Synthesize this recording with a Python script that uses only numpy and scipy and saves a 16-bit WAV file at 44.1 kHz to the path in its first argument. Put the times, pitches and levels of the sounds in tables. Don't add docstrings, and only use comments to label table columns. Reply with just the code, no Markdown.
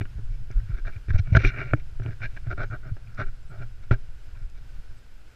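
import sys
import numpy as np
from scipy import signal
from scipy.fft import rfft, irfft
from scipy.io import wavfile
from scipy.ndimage import uniform_filter1d

SR = 44100
rng = np.random.default_rng(int(sys.argv[2]) if len(sys.argv) > 2 else 0)


def output_pcm(signal):
    pcm = np.clip(np.atleast_2d(signal).T, -1, 1) * 32767
    wavfile.write(sys.argv[1], SR, np.round(pcm).astype(np.int16))


def gain_from_db(level_db):
    decades = np.asarray(level_db, float) / 20
    return 10 ** decades


N = 236155
T = np.arange(N) / SR

# start_s, length_s, force_db, speed_db
GRIP_SLIDES = [(0.045, 0.03, -58.5, -3), (0.526, 0.11, -60.5, -12), (0.648, 0.15, -55, 1),
               (0.767, 0.035, -51.5, 3), (0.848, 0.057, -44, 0.5), (1.088, 0.022, -48.5, 4),
               (1.127, 0.046, -46, 5), (1.366, 0.003, -30, 6.5), (1.353, 0.015, -31, 1),
               (2.075, 0.02, -59, 5), (2.103, 0.032, -49.5, 4), (2.196, 0.036, -52, -4),
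               (2.362, 0.013, -49, 7), (2.457, 0.061, -51, -1), (2.496, 0.039, -39, -2),
               (2.569, 0.04, -41.5, -6), (2.594, 0.056, -36, -6), (2.715, 0.05, -40.5, -12),
               (2.702, 0.023, -48.5, -8), (2.815, 0.11, -51, -9), (3.255, 0.04, -51.5, 0),
               (3.487, 0.1, -53, -11), (3.569, 0.074, -49.5, -1.5), (3.825, 0.017, -61, 9),
               (3.91, 0.034, -34, 0.5), (4.33, 0.13, -64.5, 4), (4.535, 0.068, -66, 10)]
# start_s, length_s, force_db, speed_db
FRONT_SLIDES = [(0.504, 0.031, -56.5, -3), (0.9, 0.051, -61, 4), (0.955, 0.008, -55, 1),
                (1.182, 0.014, -50, 11.5), (1.232, 0.1, -57, -1), (1.373, 0.067, -41.5, 3.5),
                (1.3851, 0.018, -63, 2), (1.444, 0.062, -39, 8), (1.493, 0.034, -45, -6),
                (1.51, 0.12, -42.5, -5), (1.575, 0.061, -39.5, -5.5), (1.598, 0.083, -47.5, -3),
                (1.66, 0.083, -49.5, -1.5), (1.79, 0.023, -64.5, 7), (2.0301, 0.0071, -59, 9),
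                (2.216, 0.051, -39, -2), (2.285, 0.075, -73, 13), (2.431, 0.031, -59.5, -2),
                (2.642, 0.03, -56.5, -14), (3.027, 0.26, -62, -18)]
# start_s, length_s, force_db, speed_db
MOUNT_SLIDES = [(0, 0.022, -56.5, 9.5), (0.1751, 0.018, -59.5, -27), (0.301, 0.07, -73.5, 17),
                (.951, 0.036, -69, -6), (1.184, 0.011, -56, -11), (1.3221, 0.035, -50, 11.5),
                (1.4341, 0.0223, -34.5, 1), (1.501, 0.31, -66.5, 2), (1.7411, 0.0069, -58, -1),
                (1.7661, 0.015, -68, 13), (2.0291, 0.082, -55, -8), (2.841, 0.049, -73, -8),
                (3.5, 0.048, -74, -3), (3.58, 0.065, -75, -10), (3.9421, 0.026, -63, -5)]
# start_s, length_s, force_db, speed_db
BACK_SLIDES = [
    (3.17, 0.051, -40.5, -3),
    (3.192, 0.051, -35, -1),
]
# window_db, mount_db, grit_db
AT_GRIP = (-9.5, -2.5, -18.5)
AT_FRONT = (0.33, -7, -15)
AT_MOUNT = (-1.3, 9.05, -19)
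AT_BACK = (-10.5, -10, -20)
WINDOW_PER_SPEED, MOUNT_PER_SPEED, FINE_PER_SPEED = 0.59, -0.017, 0.54
FINE_DB = -4

# start_s, shell_level_db, window_db and mount_db against the shell, contact_s
KNOCKS = [(0.011, -37.5, -1, 4, 0.0014), (0.054, -47, -5, 1, 0.003), (0.503, -56, -6, 10.5, 0.0036),
          (1.084, -44.5, -8, -1, 0.004), (1.105, -36.5, -19, -10, 0.0063), (1.35, -18.5, -19, -4.5, 0.005),
          (1.3694, -22.5, -35, -3, 0.0015), (1.449, -39, 9, -8, 0.0048), (1.7361, -29.5, -17, -15, 0.0014),
          (1.998, -44.5, -10, 3.5, 0.0031), (2.019, -51, -6, 4.5, 0.0085), (2.061, -47, 5.5, 10, 0.0028),
          (2.367, -51, 6, -12, 0.0087), (2.967, -51, -8, 2.5, 0.011), (3.9104, -27, -13, 4.5, 0.004),
          (3.915, -29.5, -20, -14, 0.0024), (3.926, -36.5, -28, 5.5, 0.0023), (3.935, -45, -32, 3, 0.0048),
          (0.85, -49, -11, -10, 0.0031), (1.273, -52, -4, 3, 0.0027), (1.751, -58, -14, -1, 0.0035),
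          (2.206, -52, 0, -17, 0.0027), (2.468, -50.5, -16, 3, 0.0035)]
KNOCK_DAMPING, KNOCK_GRIT_DB = 1.4, -29

# time_s, upper_shell_share (0-1), upper_mount_share (0-1)
TOUCH = [(.72, 0.37, 0.08), (.8, 0.6, 0.04), (.87, 0.58, 0.43), (.96, 0.4, 0.07), (1.1, 1, 0.08),
         (1.16, 0.3, 0.7), (1.35, 0.25, 0.77), (1.447, 0.4, 0.01), (1.55, 0.43, 0.47), (1.73, 0.3, 0.4),
         (2.0, 0, 0.15), (2.1, 0.63, 0.11), (2.24, 0.89, 0.68), (2.37, 0.98, 0.5), (2.5, 0.2, 0.52),
         (2.72, 0.12, 0.5), (3.2, 0.2, 0.44), (3.5, 0.1, 0.56), (3.62, 0.26, 0.7), (3.92, 0, 0.26),
         (4.35, 0.36, .3)]
# pitch_hz, width_hz, level_db
SHELL = [(1378, 390, -2), (1421, 151, 9.5), (1419, 320, 1.5)]
# pitch_hz, width_hz, level_db
SHELL_UP = [(1560, 77, -7), (1647, 72, -5), (1864, 100, -13.5)]
# pitch_hz, width_hz, level_db
WINDOW = [(2070, 690, -4), (2322, 110, 3.5), (2574, 78, -10.5), (2807, 62, -7)]
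# pitch_hz, width_hz, level_db
MOUNT = [(290, 64, -3), (385.5, 24.8, 2), (436, 150, -10.5)]
# pitch_hz, width_hz, level_db
MOUNT_UP = [(611.6, 116, 2), (721, 59, -5), (846, 59, -4)]
# pitch_hz, width_hz, level_db
GRIT = [(3110, 59, 0), (3650, 310, 3.5), (4153, 86, 4.5), (4750, 930, -4), (5440, 720, -5.5),
        (5280, 180, -8), (5750, 290, 0), (6130, 590, -2), (6900, 400, -37)]

# start_s, peak_db,
# pitch_hz, t60_s
TAPS = [(1.138, -41.5, 1500, .02), (1.178, -38, 2320, .02), (1.176, -40, 1450, .02),
        (1.332, -39, 1800, 0.017), (1.402, -40, 1500, .025), (1.417, -31.5, 2310, 0.039),
        (1.417, -34, 1445, 0.024), (1.439, -29, 2340, .02), (1.449, -7.5, 2363, 0.023),
        (1.477, -31, 2220, .03), (1.7351, -2, 1460, 0.0077), (1.7347, -16.5, 2230, 0.015),
        (1.7348, -10.5, 623, 0.015), (1.736, -16.5, 299, 0.066), (1.736, -29, 408, .04),
        (1.748, -34, 1590, .015), (2.219, -31, 1525, 0.039), (2.232, -25.5, 1520, 0.042),
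        (2.243, -29, 1608, 0.049), (2.252, -28, 1620, 0.046), (2.204, -43, 1410, 0.022),
        (2.373, -32, 1610, 0.025), (1.102, -37, 1630, 0.05), (2.512, -27.5, 1500, 0.021),
        (2.577, -49, 1440, 0.018), (2.593, -31, 1470, .025), (2.617, -23.5, 1480, 0.028),
        (2.701, -42, 1410, 0.034), (2.711, -37, 1420, 0.023), (2.721, -30.5, 1452, 0.063),
        (2.745, -31, 1494, 0.034), (2.852, -46, 1460, .02), (3.073, -45, 2380, 0.019),
        (3.179, -32, 1450, .02), (3.188, -29, 1490, 0.036), (3.204, -29, 1420, 0.027),
        (3.914, -18.5, 1440, 0.025), (3.925, -32, 1390, 0.028), (3.934, -30, 1480, .025),
        (3.912, -44, 800, 0.08), (3.942, -30, 1580, 0.031), (0.011, -31, 1920, 0.022),
        (0.183, -59, 1660, .015), (0.601, -47, 1900, .015),
        (1.3496, -10, 1500, 0.036), (1.365, -18, 1420, 0.031), (1.439, -27, 1430, .03),
         (1.369, -16, 620, .03), (1.404, -30, 500, .03), (1.447, -20, 1850, .025),
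         (1.585, -25, 2270, 0.034), (1.592, -29, 1300, .03), (2.02, -36.5, 1580, 0.023),
         (2.035, -49, 2250, 0.018), (2.051, -49, 1450, 0.018), (2.088, -44, 1500, .02),
         (2.13, -42, 1650, .02), (2.66, -60, 1660, .06), (3.206, -34, 622, 0.06), (3.19, -31, 620, 0.05),
         (.851, -38, 1500, 0.035), (.891, -36, 1560, .03), (.962, -42, 2400, 0.026), (.6, -49, 1510, .03),
         (2.366, -37, 1650, 0.027), (2.218, -30.5, 2330, .03), (2.248, -36, 2400, .03),
         (1.773, -47, 2250, .02), (3.52, -48.5, 385, .15), (3.6, -46, 390, .15), (4.352, -52, 2500, .03),
         (4.352, -51, 1000, 0.034)]
TAP_RISE_S = 0.00073
# middle_s, peak_db, pitch_hz, half_length_s
TICKS = [(0.515, -43.5, 5500, 0.00029), (0.75, -57, 11600, 0.00049), (1.353, -44, 8000, 0.00012),
         (1.366, -62, 8300, 0.00011), (1.38, -50, 8400, 0.00011), (1.4505, -38.5, 10000, 0.000082),
         (1.738, -44, 7400, 0.00015), (2.035, -57, 5730, 0.0013), (3.148, -45.5, 5000, 0.00021),
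         (3.935, -44.5, 11000, 0.000067), (4.5, -45, 5850, 0.00009)]
# peak_db, decay_s
OPENING = (-24, 0.00065)

# start_s, peak_db, pitch_hz, t60_s
BLOWS = [(0.01, -21.5, 99, 0.053), (0.562, -31.5, 105, 0.24), (0.697, -25, 100, 0.053),
         (0.961, -31.5, 86, 0.063), (1.085, -23.5, 79.6, 0.059), (1.103, -17, 83.4, 0.072),
         (1.144, -14, 89.7, 0.084), (1.193, -15, 94, 0.069), (1.324, -9.5, 97.3, 0.036),
         (1.353, -7.5, 97, 0.017), (1.37, -7, 107, 0.038), (1.444, -21, 100.3, 0.095),
         (1.7362, -14.5, 116.6, 0.042), (1.999, -28, 114.3, 0.21), (2.058, -28, 108, 0.062),
         (2.084, -29, 108, 0.07), (2.209, -32, 109, 0.11), (2.466, -28.5, 112.6, 0.13),
         (2.501, -44, 121, 0.076), (2.582, -26.5, 108, 0.17), (2.607, -36, 114, 0.064),
         (2.702, -30, 102.6, 0.07), (2.731, -35, 108, 0.052), (2.917, -23.5, 101, 0.063),
         (3.19, -30.5, 119, 0.044), (3.217, -33.5, 118, 0.07), (3.602, -32, 118.4, 0.24),
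         (3.92, -21, 114.6, 0.13)]
# start_s, peak_db, pitch_hz, t60_s
RECOILS = [
    (3.9148, -9, 95, 0.017),
]
# start_s, peak_db, pitch_hz
NUDGES = [(0.187, -29.5, 108), (0.293, -39, 105), (0.503, -34.5, 110), (0.635, -31.5, 102),
          (1.519, -45, 129), (1.606, -34, 127), (1.818, -42.5, 118), (2.127, -36, 96.9), (2.852, -54, 116),
          (3.279, -49, 113), (3.504, -38.5, 121), (3.585, -37.5, 96.9), (3.793, -43.5, 99.6),
          (4.036, -46, 113), (4.09, -51, 116), (4.271, -51, 96.9), (4.366, -42.5, 105), (4.415, -38.5, 105),
          (4.519, -52.5, 127), (4.609, -48, 124), (4.784, -46.5, 127), (4.909, -52, 129)]
NUDGE_T60_S = 0.087
# pitch_hz, width_hz, level_db
POLE = [(108, 32.7, -2), (124, 77, -13), (163, 21, -34)]
# time_s, arm_sway_db, pole_shake_db
GRIP = [(0.0, -40.5, -44), (0.39, -39, -44), (1.13, -42, -57.5), (1.309, -38.5, -33.5), (1.41, -36.5, -32),
        (1.71, -40.5, -53), (2.23, -40.5, -48.5), (2.52, -34.5, -45.5), (2.68, -43.5, -48),
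        (2.95, -40.5, -52), (3.16, -47, -46), (3.56, -44.5, -52), (3.71, -44, -56), (3.84, -39.5, -47),
        (4.23, -42.5, -67), (4.63, -41, -55), (5.13, -52, -59.5), (5.35, -48.5, -63)]
SWAY_DB, SHAKE_DB, SHAKE_BY_SLIDE_DB = 8, -2.5, 7
# pitch_hz, level_db (per Hz)
SWAY = [(5.9, -6), (10, -2.5), (23, -12), (30, -18.5), (43, -19), (70, -24), (90, -42), (120, -31),
        (200, -120)]
# start_s, peak_db, pitch_hz, length_cycles
LURCHES = [(0, -41, 35, 0.31), (0.147, -22, 55, 1.8), (0.239, -17.5, 27, 3.3), (0.548, -8.5, 33.3, 1.26),
           (0.713, -15.5, 34, 1.07), (0.796, -16.5, 23.7, 1.3), (1.117, -9, 16.7, 0.46),
           (1.211, -17, 20.6, 0.65), (1.336, -15, 60, 4.5), (1.432, -7, 28, 1.07), (1.715, -16, 42, 1.2),
           (1.938, -16.5, 18, 0.91), (2.547, -20.5, 20, 2.5), (2.894, -27, 28, 0.72),
           (3.217, -15.5, 14.2, 0.59), (3.883, -12, 19, 0.91), (4.427, -16.5, 18.7, 0.15)]

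# first_s, period_s, length_s, pitch_hz, level_db
CHIRP = (.085, .2525, .025, 5300, -73)
# start_s, length_s, top_hz, arch_hz, level_db
BIRDS = [
    (2.605, .15, 6560, 553, -73),
    (3.41, 0.029, 8450, 100, -82.5),
    (3.418, 0.034, 7300, 100, -71),
    (3.472, 0.055, 7750, 100, -70),
    (3.475, .04, 8450, 100, -74),
    (3.463, .02, 9200, 200, -72),
    (4.956, .051, 8200, 200.7, -69),
]
FLUTTER_HZ_S = 11
# pitch_hz, width_hz, level_db
INSECT = (5060, 63, -80.5)
PIPS = [.35, .47, .52, .92, .97, 1.9, 2.05, 2.36, 2.55, 2.65, 2.76, 2.9, 2.95, 3.125, 3.165, 3.5, 4.5, 4.95,
        5.0, 5.06, 5.2, 5.29, 5.33]
# length_s, pitch_hz, level_db
PIP = (.03, 11300, -82)
# pitch_hz, width_hz, level_db
DRONES = [
    (7600, 1100, -86),
    (10050, 200, -91),
    (12700, 80, -95),
]
# pitch_hz, level_db (per Hz)
HUSH = [(170, -14), (260, -18), (430, -20), (800, -24), (1150, -26.5), (1500, -17), (1750, -24.5),
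        (2000, -25.5), (2700, -26), (3500, -30), (4500, -31), (7000, -37), (10000, -42.5), (15400, -43.5)]
HUSH_DB = -61
# pitch_hz, level_db
WHINE = [(6595, -92), (10427, -98), (12645, -99)]

TOP_HZ = 12800
# from_s, to_s
DULL_SPELLS = [(.13, .36), (.5, .6), (.72, .76), (.82, .86), (1.05, 1.11), (1.25, 1.29), (1.85, 2.01),
               (2.15, 2.23), (2.34, 2.37), (2.45, 2.5), (2.55, 2.59), (2.69, 2.73), (2.81, 2.84),
               (2.91, 3.04), (3.17, 3.2), (3.28, 3.49), (3.84, 3.86), (3.72, 3.75), (3.97, 4.09),
               (4.38, 4.52), (4.68, 4.71), (4.85, 4.92)]
# pitch_hz, share (0-1)
HOLE_SHARE = [(12800, .08), (14000, .35), (15000, .55), (15500, .95)]
# pitch_hz, share (0-1)
DULL_SHARE = [(12800, .8), (13600, .95), (15500, .99)]


def evened(x):
    return x / np.sqrt(np.mean(x ** 2) + 1e-20)


def add(mix, s, sound):
    part = mix[max(round(s * SR), 0):][:len(sound)]
    part += sound[:len(part)]


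def tone(hz, t):
    return np.sin(2 * np.pi * hz * t)


def coloured(points):
    hz = np.fft.rfftfreq(N, 1 / SR)
    f, db = np.transpose(points)
    gain = gain_from_db(np.interp(np.log(hz + 1), np.log(f), db, -120, -120))
    return evened(irfft(rfft(rng.standard_normal(N)) * gain, N))


def wander(per_s):
    size = max(int(SR / per_s), 1)
    smooth = uniform_filter1d(rng.standard_normal(N), size)
    return evened(uniform_filter1d(smooth, size))


def ring(modes, rise_s, damping=0.79, sign=-1):
    t = T[:8192]
    h = np.zeros(len(t))
    for k, (hz, width, db) in enumerate(modes):
        decay = np.exp(-np.pi * width * damping * t)
        h += sign ** k * gain_from_db(db) * width * decay * tone(hz, t)
    h *= (1 - np.exp(-t / rise_s)) ** 2
    return h / np.linalg.norm(h)


def rung(force, *args):
    return signal.oaconvolve(force, ring(*args))[:N]


def strokes():
    force = np.zeros((5, N))
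    places = [(GRIP_SLIDES, AT_GRIP), (FRONT_SLIDES, AT_FRONT), (MOUNT_SLIDES, AT_MOUNT), (BACK_SLIDES, AT_BACK)]
    for rows, (window_db, mount_db, grit_db) in places:
        for s, length, db, speed_db in rows:
            stroke = signal.windows.tukey(int((length + 0.013) * SR), .75)
            parts = [0,
                     window_db + WINDOW_PER_SPEED * speed_db,
                     mount_db + MOUNT_PER_SPEED * speed_db,
                     grit_db + speed_db,
                     grit_db + FINE_DB + (1 + FINE_PER_SPEED) * speed_db]
            for k, rel_db in enumerate(parts):
                fast = np.hanning(len(stroke)) ** 0.037 if k > 2 else 1
                add(force[k], s - .006, gain_from_db(db + rel_db) * stroke * fast)
    return force


def slides():
    clumps = np.where(np.arange(5)[:, None] < 3, 1, gain_from_db(2.3 * wander(44)))
    slipping = rng.random(N) < 2500 / SR
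    slips = slipping * gain_from_db(3.07 * rng.exponential(1, N)) * rng.standard_normal(N)
    friction = evened(slips) + 0.49 * rng.standard_normal(N)
    return strokes() * clumps * evened(friction * gain_from_db(1.15 * wander(82)))


def knocks():
    force, t = np.zeros((5, N)), T[:1500]
    chatter = rng.standard_normal((len(KNOCKS), len(t)))
    for (s, db, window_db, mount_db, contact_s), noise in zip(KNOCKS, chatter):
        rattle = np.exp(-t / max(contact_s, .0003)) * noise
        rattle /= np.linalg.norm(rattle)
        struck = rattle + np.pad(0.29 * np.hanning(10), (0, len(t) - 10))
        struck = np.convolve(struck, np.hanning(15), "same")
        struck /= np.linalg.norm(struck)
        parts = [(0, struck), (window_db, struck), (mount_db, struck),
                 (KNOCK_GRIT_DB, rattle), (KNOCK_GRIT_DB, rattle)]
        for k, (rel_db, burst) in enumerate(parts):
            add(force[k], s + 0.00052, gain_from_db(db + rel_db + 15.5) * burst)
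    return force


def housing(force, damping, rise_s, sign):
    s, *shares = np.transpose(TOUCH)
    shell_up, mount_up = (np.clip(np.interp(T, s, share), 0, 1) for share in shares)
    shell, window, mount, grit, fine = force
    driven = [(SHELL, shell * np.sqrt(1 - shell_up)),
              (SHELL_UP, shell * np.sqrt(shell_up)),
              (WINDOW, window),
              (MOUNT, mount * np.sqrt(1 - mount_up)),
              (MOUNT_UP, mount * np.sqrt(mount_up))]
    out = gain_from_db(-1) * rung(grit, GRIT[:4], .0001) + gain_from_db(-7) * rung(fine, GRIT[4:], .0001)
    for modes, push in driven:
        out += rung(push, modes, rise_s, damping, sign)
    return out


def taps():
    out, t = np.zeros(N), T[:6000]
    rise = 1 - np.exp(-t / TAP_RISE_S)
    for s, db, hz, t60 in TAPS:
        add(out, s, gain_from_db(db - 60 * t / max(t60, .005)) * rise * tone(hz, t))
    return out


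def ticks():
    peak_db, decay_s = OPENING
    out = gain_from_db(peak_db) * np.exp(-T / decay_s)
    t = np.arange(-80, 80) / SR
    for s, db, hz, half_s in TICKS:
        add(out, s - .0018, gain_from_db(db) * np.exp(-(t / half_s) ** 2) * tone(hz, t))
    return out


def pole():
    out, t = np.zeros(N), T[:9000]
    blows = [(1, row) for row in BLOWS] + [(-1, row) for row in RECOILS]
    blows += [(1, (*row, NUDGE_T60_S)) for row in NUDGES]
    for side, (s, db, hz, t60) in blows:
        shape = (1 - np.exp(-t / 0.0058)) ** 2 * gain_from_db(-60 * t / max(t60, .02))
        add(out, s - .003, side * gain_from_db(db + 2.5) * shape / shape.max() * tone(hz, t))
    s, _, db = np.transpose(GRIP)
    effort = gain_from_db(np.interp(T, s, db) + SHAKE_DB)
    effort += gain_from_db(SHAKE_BY_SLIDE_DB) * np.minimum(strokes()[2], .004)
    shake = rng.standard_normal(N) * effort * gain_from_db(2.7 * wander(34))
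    return out + rung(shake, POLE, 0.0013)


def arm():
    s, db, _ = np.transpose(GRIP)
    out = coloured(SWAY) * gain_from_db(np.interp(T, s, db) + SWAY_DB + 2.0 * wander(44))
    for s, db, hz, cycles in LURCHES:
        t = np.arange(0, (cycles + 1) / hz, 1 / SR)
        add(out, s - .005, gain_from_db(db - 2.5) * np.hanning(len(t)) * tone(hz, t))
    return out


def cricket():
    first, period, length, hz, db = CHIRP
    out, t = np.zeros(N), np.arange(0, length, 1 / SR)
    for k, chance in enumerate(rng.standard_normal(21)):
        add(out, first + k * period, gain_from_db(db + 2.5 * chance) * np.hanning(len(t)) * tone(hz, t))
    return out


def birds():
    out = np.zeros(N)
    for s, length, hz, arch_hz, db in BIRDS:
        u = np.arange(0, 1, 1 / (length * SR))
        flutter = FLUTTER_HZ_S / length * wander(400)[:len(u)]
        turns = np.cumsum(hz - arch_hz * (2 * u - 1) ** 2 + flutter) / SR
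        add(out, s, gain_from_db(db) * np.hanning(len(u)) * tone(1, turns))
    return out


def far_insect():
    hz, width, db = INSECT
    return gain_from_db(db + 1.5 * wander(30)) * rung(rng.standard_normal(N), [(hz, width, 0)], 0.0013)


def high_insects():
    length, hz, db = PIP
    out, t = np.zeros(N), np.arange(0, length, 1 / SR)
    for s, chance in zip(PIPS, rng.standard_normal(len(PIPS))):
        add(out, s - length / 2, gain_from_db(db + 2 * chance) * np.hanning(len(t)) * tone(hz, t))
    for hz, width, db in DRONES:
        out += gain_from_db(db + 2 * wander(10)) * rung(rng.standard_normal(N), [(hz, width, 0)], .001)
    return out


def hush():
    return gain_from_db(HUSH_DB + .7 * wander(8)) * coloured(HUSH)


def electronics():
    return sum(gain_from_db(db - 7) * tone(hz, T) for hz, db in WHINE)


def scene():
    handling = housing(slides(), damping=0.97, rise_s=0.00038, sign=-0.96)
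    handling += housing(knocks(), damping=KNOCK_DAMPING, rise_s=0.00013, sign=0.93)
    handling += taps() + ticks() + pole() + arm()
    outdoors = cricket() + birds() + far_insect() + high_insects() + hush()
    return (handling + outdoors + electronics())[None]


def patchy_treble(x):
    hz, t, z = signal.stft(x, SR, nperseg=1024, noverlap=512)
    dull = sum(1. * (t > a) * (t < b) for a, b in DULL_SPELLS)
    usual_share = np.interp(hz, *np.transpose(HOLE_SHARE))[:, None]
    dull_share = np.interp(hz, *np.transpose(DULL_SHARE))[:, None]
    share = np.where(dull, dull_share, usual_share)
    draw = rng.random((len(t) // 2 + 1, 103)).T.repeat(5, 0).repeat(2, 1)[:len(hz), :len(t)]
    top = abs(z[0][hz > TOP_HZ]).mean(0)
    no_click = top < 2 * np.median(top)
    empty = (hz > TOP_HZ)[:, None] * (draw < share) * no_click
    return signal.istft(z * (1 - empty), SR, nperseg=1024, noverlap=512)[1][:, :N]


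def top_cut(x):
    return signal.sosfilt(signal.butter(12, 15600, fs=SR, output="sos"), x)


def record(dry):
    mix = 1.5 * np.tanh(patchy_treble(dry) / 1.5)
    return top_cut(mix)


dry = scene()
out = record(dry)
output_pcm(out)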